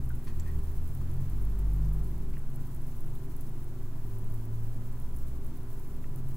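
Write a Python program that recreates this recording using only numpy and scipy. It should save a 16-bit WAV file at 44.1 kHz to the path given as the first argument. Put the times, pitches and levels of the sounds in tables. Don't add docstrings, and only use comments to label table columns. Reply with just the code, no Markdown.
import sys
import numpy as np
from scipy import signal
from scipy.fft import rfft, irfft
from scipy.io import wavfile
from scipy.ndimage import uniform_filter1d

SR = 44100
rng = np.random.default_rng(int(sys.argv[2]) if len(sys.argv) > 2 else 0)


def inscribe(sig):
    pcm = np.round(np.clip(np.atleast_2d(sig).T, -1, 1) * 32767)
    wavfile.write(sys.argv[1], SR, pcm.astype(np.int16))


N = 280784
TIME, BIN_HZ = np.arange(N) / SR, np.fft.rfftfreq(N, 1 / SR)

# time_s, crank_hz
REVS = [(0, 31), (.13, 30.3), (.22, 26), (.33, 18.6), (.45, 21.1), (.53, 19.2), (.77, 20), (1, 21.6),
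        (1.2, 22.3), (1.5, 24), (2, 25.6), (2.5, 26.8), (3.1, 26.6), (3.9, 27), (4.5, 28.2), (5.3, 29.9),
        (5.55, 29.6), (5.8, 27.9), (6, 25.8), (6.12, 22), (6.37, 21.7)]
# time_s, load_db
ENGINE_LOAD = [(0, 1.5), (.36, -0.5), (.45, 1), (.58, 5), (.66, 0), (.9, 0), (1.05, 1), (2.05, 1.5),
               (2.55, -7), (3.3, -6), (4.5, -1.5), (6, -6.5), (6.25, -9)]
# order, level_db, db_per_load_db, stereo_share
STRONG_ORDERS = [(2, -38, 1, 0.08), (4, -38.5, 1.26, 0.1), (5, -63.5, -1.22, 0), (6, -47, 0.3, 0.03)]
# order, relative_db
FILL_ORDERS = [(1, -14.5), (3, -21.5), (7, -30), (8, -21)]
# frequency_hz, gain_db
WALL_EQ = [(25, 4), (75, -7.5), (155, 7), (178, -1), (192, -2), (207, -14.5), (235, -16), (275, -4),
           (340, 5)]
def engine(level_db=-1.28, shake=0.14, shake_hz=9, fill_stereo_share=0.025):
    crank_hz, load_db = curves(REVS)[0], curves(ENGINE_LOAD)[0]
    crank_angle = 2 * np.pi * np.cumsum(crank_hz) / SR
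    strong = [(order, amp(db + follow * load_db + room_gain_db(order * crank_hz)), share)
              for order, db, follow, share in STRONG_ORDERS]
    body_gain = np.linalg.norm([gain for _, gain, _ in strong], axis=0)
    fill = [(order, body_gain * amp(db + at_hz(WALL_EQ, order * crank_hz)), fill_stereo_share)
            for order, db in FILL_ORDERS]
    lugging = 0.25 * np.exp(-((crank_hz - 18.45) / 1.8) ** 2)
    out = np.zeros((2, N))
    for order, gain, share in strong + fill:
        uneven = 1 + (shake + lugging) * wobble(shake_hz)
        ports = 1 + 1j * share * np.outer([1, -1], drift(1.0))
        tone = np.exp(1j * (order * crank_angle + 2 * np.pi * rng.random()))
        out += gain * (ports * uneven * tone).real
    return np.sqrt(2) * amp(level_db + gear_dip_db()) * out


# let_off_s, bite_s, depth_db
GEAR_CHANGES = [(0.088, 0.257, -8.5), (5.45, 6.05, -5)]
def gear_dip_db(recover_s=0.071):
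    return sum(np.interp(TIME, [let_off, bite, bite + recover_s], [0, depth, 0])
               for let_off, bite, depth in GEAR_CHANGES)


# centre_hz, width_hz, gain_db
BASS_MODES = [(40.8, 3.3, 0), (49.27, 4.45, 11.5), (60.46, 3.4, 5.5), (80.3, 11, 2.2), (90.6, 10, 1),
              (100.4, 5.4, -2.5), (109.55, 5.5, 1), (113.55, 7.6, 4.5), (132.8, 11, 11.5),
              (151.5, 6.23, 11.5)]
def room_gain_db(hz, lag_s=0.22):
    power = sum(amp(db) ** 2 * resonance(hz, centre, width) ** 2 for centre, width, db in BASS_MODES)
    return uniform_filter1d(10 * np.log10(power), round(lag_s * SR))


# start_s, level_db, pitch_hz
CARD_BUMPS = [(0.554, -27.5, 60), (0.6, -22.5, 50), (0.669, -28, 48), (0.767, -25, 55),
              (0.984, -26.5, 44.2)]
def bumps(rise_s=0.00395, decay_s=0.009):
    t, out = np.arange(SR // 5) / SR, np.zeros(N)
    for start, db, hz in CARD_BUMPS:
        add(out, start, amp(db) * burst(t, rise_s, decay_s) * np.sin(2 * np.pi * hz * t))
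    return out


# start_s, level_db, pitch_hz, decay_s
CARD_TAPS = [(.104, -47, 1540, .0035), (.106, -58, 1445, 0.018), (2.3393, -50, 2300, .0008),
             (2.339, -61, 4550, .0012), (2.3693, -47, 1820, 0.0009), (2.369, -59, 2800, .0015),
             (2.372, -59, 1095, .008), (6.042, -52, 1380, .002), (6.042, -52, 1860, .002),
             (6.0415, -58, 2680, .0015)]
def taps(rise_s=0.00058):
    t, out = np.arange(SR // 10) / SR, np.zeros(N)
    for start, db, hz, decay in CARD_TAPS:
        add(out, start, np.sqrt(2) * amp(db) * burst(t, rise_s, decay) * np.sin(2 * np.pi * hz * t))
    return out


# start_s, level_db, ring_hz, width_hz, decay_s
FINGER_SCUFFS = [(.397, -49, 6200, 5500, 0.0014), (.398, -51.5, 7400, 800, 0.0055),
                 (.450, -56.5, 1860, 290, .033), (1.009, -53, 1120, 400, 0.0075),
                 (1.848, -59.5, 5300, 2600, .002), (2.345, -66, 2550, 600, .018),
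                 (3.074, -62, 2200, 1500, 0.0035), (3.153, -61.5, 3500, 1200, 0.004)]
def scuffs(side_share=0.3, rise_share=0.66):
    t, hz = np.arange(8192) / SR, np.fft.rfftfreq(8192, 1 / SR)
    out = np.zeros((2, N))
    for start, db, ring_hz, width_hz, decay in FINGER_SCUFFS:
        noise = rng.standard_normal((2, len(t)))
        mid, side = unit(irfft(rfft(noise) * resonance(hz, ring_hz, width_hz)))
        add(out, start, amp(db) * burst(t, rise_share * decay, decay) * stereo(mid, side_share * side))
    return out


# start_s, level_db, rise_s, decay_s
FINGER_SLIDES = [(0.2636, -51.5, 0.014, 0.016), (0.12, -66, 0.38, 0.14), (0.97, -72, 0.11, 0.23)]
# centre_hz, width_hz, gain_db
CARD_RESONANCES = [(1105, 190, 7), (1840, 300, 3.5), (2470, 280, 0), (3280, 490, -6), (4420, 450, -7),
                   (6060, 1400, -13), (10500, 6000, -14.5)]
def sliding(slips_per_s=1800, side_share=0.26):
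    slips = (rng.random((2, N)) < slips_per_s / SR) * rng.choice([-1, 1], (2, N))
    body = unit(sum(amp(db) * resonance(BIN_HZ, centre, width) for centre, width, db in CARD_RESONANCES))
    pressure = sum(amp(db) * burst(TIME - start, rise, decay) for start, db, rise, decay in FINGER_SLIDES)
    mid, side = irfft(rfft(unit(slips) * pressure) * body, N)
    return stereo(mid, side_share * side)


def throb(pulse_hz=10.9, level_db=-30, waver=0.18, waver_hz=12.4):
    uneven = 1 + waver * wobble(waver_hz)
    return amp(level_db) * unit((uneven * np.exp(2j * np.pi * pulse_hz * TIME)).real)


# pitch_hz, level_db, unsteady_share, waver_hz
HUM_TONES = [(119.6, -59.5, 0.56, 3.8), (186.9, -59.5, 0.68, 7), (236.2, -59.5, 0.35, 3.3),
             (276.3, -64, 0.75, 2.5), (330.5, -65.5, 0.98, 8.4), (357.5, -64.5, 0.46, 2.7),
             (373, -74, 0.95, 2.2), (392.6, -62, 0.71, 3.9), (448.3, -74, 0.9, 7.4), (475, -86, 0.3, 3),
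             (558, -77, 0.7, 2.2), (652, -75, 0.9, 11), (910, -77.5, 0.78, 6.4), (1002, -73.5, 0.47, 2.7)]
# time_s, lower_tones_db, upper_tones_db
HUM_SWELLS = [(0, 2.5, -.5), (1, -1.5, -2), (2.2, 2, 1.5), (2.6, 1.5, -1.5), (3.3, -5.5, 1),
              (4.3, 0.5, 0.5), (5, 1, -0.5), (5.6, -1, 0), (6.37, -0.5, 2)]
def appliance(wander_cents=3, wander_hz=2.49, split_hz=300, whine_hz=12000, whine_db=-85):
    out = amp(whine_db) * unit(np.sin(2 * np.pi * whine_hz * TIME))
    lower_db, upper_db = curves(HUM_SWELLS)
    for hz, db, unsteady, waver_hz in HUM_TONES:
        waver = 1 - unsteady + unsteady * wobble(waver_hz) / np.sqrt(2)
        bend = 2 ** (wander_cents * drift(wander_hz) / 1200)
        cycles = np.cumsum(hz * bend) / SR + rng.random()
        tone = unit((waver * np.exp(2j * np.pi * cycles)).real)
        out += amp(db + (lower_db if hz < split_hz else upper_db)) * tone
    return out


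# frequency_hz, gain_db
RUMBLE_EQ = [(5, 9.5), (16, 14), (21, -5), (27, -11), (35, 4), (60, -0.5), (80, -2.5), (100, -11), (130, 1),
             (155, -6), (175, -12.5), (210, -14.5), (400, -57), (1000, -53.5)]
# frequency_hz, gain_db
WASH_EQ = [(20, 1.5), (160, 3.5), (207, -12.5), (228, 9.5), (252, 9), (305, 3), (340, 5), (382, 0),
           (408, 3.5), (432, -4.5), (510, -7), (595, -7), (660, -6.5), (1100, -8.5), (1850, -16),
           (2300, -19.5), (4000, -24), (12000, -35.5)]
def room_air(settle_s=2.35, swell_at_s=1.53, swell_width_s=0.72):
    rumble_db = -41 + 5.5 * np.exp(-TIME / settle_s)
    wash_db = -52.5 + 1.9 * np.exp(-((TIME - swell_at_s) / swell_width_s) ** 2)
    return amp(rumble_db) * diffuse(RUMBLE_EQ) + amp(wash_db) * diffuse(WASH_EQ)


# frequency_hz, gain_db
HISS_EQ = [(200, -5), (2000, -9), (5000, -6.5), (6200, -4.5), (7400, -5), (8500, -5), (10500, -3.5),
           (12500, -2.5), (15500, 1)]
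# start_s, relative_db
MAIN_CRACKLES = [(0.0912, -47), (0.15, -44), (0.2428, -47), (0.2823, -48.5), (0.397, -44), (0.5142, -46.5),
                 (0.5891, -51), (0.8754, -44.5), (0.9492, -43), (1.1134, -46.5), (1.1383, -47),
                 (1.297, -43), (1.4247, -45), (1.4504, -43), (1.5897, -44.5), (1.7324, -47), (1.934, -44),
                 (2.0438, -46), (2.1794, -47), (2.379, -45), (2.5577, -41.5), (2.6693, -46), (2.747, -43),
                 (2.8145, -55), (2.8669, -46), (3.0051, -46), (3.1512, -44), (3.2605, -54), (3.3643, -42),
                 (3.4092, -41.5), (3.4935, -48), (3.6421, -45), (4.1844, -45), (4.32, -46), (4.3435, -47),
                 (4.4528, -45), (4.999, -45), (5.1626, -42), (5.1851, -43), (5.445, -46), (5.462, -44),
                 (5.5716, -47), (5.7957, -46), (6.1584, -45), (6.2864, -44), (6.342, -46.5)]
# frequency_hz, gain_db
CRACKLE_EQ = [(3000, -36), (6500, -10), (8500, -5.5), (10300, 3), (12000, -1), (13500, 3.5), (15500, 0.5)]
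def hiss(level_db=-61, flicker_db=1.62, flicker_hz=32, faint_per_s=10, crackle_gain_db=-5.5):
    sparks = (rng.random(N) < faint_per_s / SR) * amp(-49.5 - 1.5 * rng.uniform(-0.64, 1, N))
    for start, db in MAIN_CRACKLES:
        add(sparks, start, amp([db]))
    spit = burst(np.arange(SR // 20) / SR, rise_s=0.001, decay_s=0.0034)
    envelope = signal.oaconvolve(sparks, spit)[:N]
    floor = amp(level_db + flicker_db * drift(flicker_hz)) * diffuse(HISS_EQ)
    return floor + amp(crackle_gain_db) * envelope * diffuse(CRACKLE_EQ)


# frequency_hz, left_right_correlation
PORT_LIKENESS = [(30, .998), (60, .982), (130, .99), (300, .96), (640, .87), (1400, .7), (2400, .33),
                 (3300, .05), (5800, -.05), (6600, .25), (7100, .8), (10000, .8), (15000, .7)]
def diffuse(eq):
    likeness = at_hz(PORT_LIKENESS, BIN_HZ)
    mid, side = rfft(rng.standard_normal((2, N))) * np.sqrt([1 + likeness, 1 - likeness])
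    return unit(irfft(stereo(mid, side) * amp(at_hz(eq, BIN_HZ)), N))


def in_room(x, wet_db=-12, t60_s=0.25, predelay_s=0.0027):
    t = np.arange(SR // 2) / SR
    tail = rng.standard_normal((2, len(t))) * amp(-60 * t / t60_s) * (t > predelay_s)
    tail /= np.linalg.norm(tail, axis=1, keepdims=True)
    return x + amp(wet_db) * signal.oaconvolve(x, tail, axes=1)[:, :N]


def amp(db):
    return 10 ** (np.asarray(db) / 20)


def unit(x):
    return x / np.sqrt(np.mean(x ** 2) + 1e-20)


def stereo(mid, side):
    return np.array([mid + side, mid - side])


def resonance(hz, centre_hz, width_hz):
    return 1 / (1 + (2 * (hz - centre_hz) / width_hz) ** 2)


def at_hz(points, hz):
    point_hz, value = np.transpose(points)
    return np.interp(np.log(hz + 1), np.log(point_hz + 1), value)


def curves(rows):
    time_s, *columns = np.transpose(rows)
    return [np.interp(TIME, time_s, column) for column in columns]


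def drift(rate_hz):
    return unit(irfft(rfft(rng.standard_normal(N)) * np.exp(-(BIN_HZ / rate_hz) ** 2), N))


def wobble(rate_hz):
    return drift(rate_hz) + 1j * drift(rate_hz)


def burst(t, rise_s, decay_s):
    return np.clip(t / rise_s, 0, 1) * np.exp(-np.maximum(t - rise_s, 0) / decay_s)


def add(mix, start_s, sound):
    part = mix[..., round(start_s * SR):][..., :sound.shape[-1]]
    part += sound[..., :part.shape[-1]]


def scene():
    foreground = engine() + bumps() + in_room(taps() + scuffs() + sliding())
    return foreground + throb() + appliance() + room_air() + hiss()


def record(dry, cutoff_hz=15800, fade_s=0.004):
    lowpass = signal.firwin(801, cutoff_hz, window=("kaiser", 9), fs=SR)
    fade = np.sin(np.pi / 2 * np.clip(np.minimum(TIME, TIME[::-1]) / fade_s, 0, 1)) ** 2
    return signal.oaconvolve(dry * fade, lowpass[None], "same")


dry = scene()
out = record(dry)
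inscribe(out)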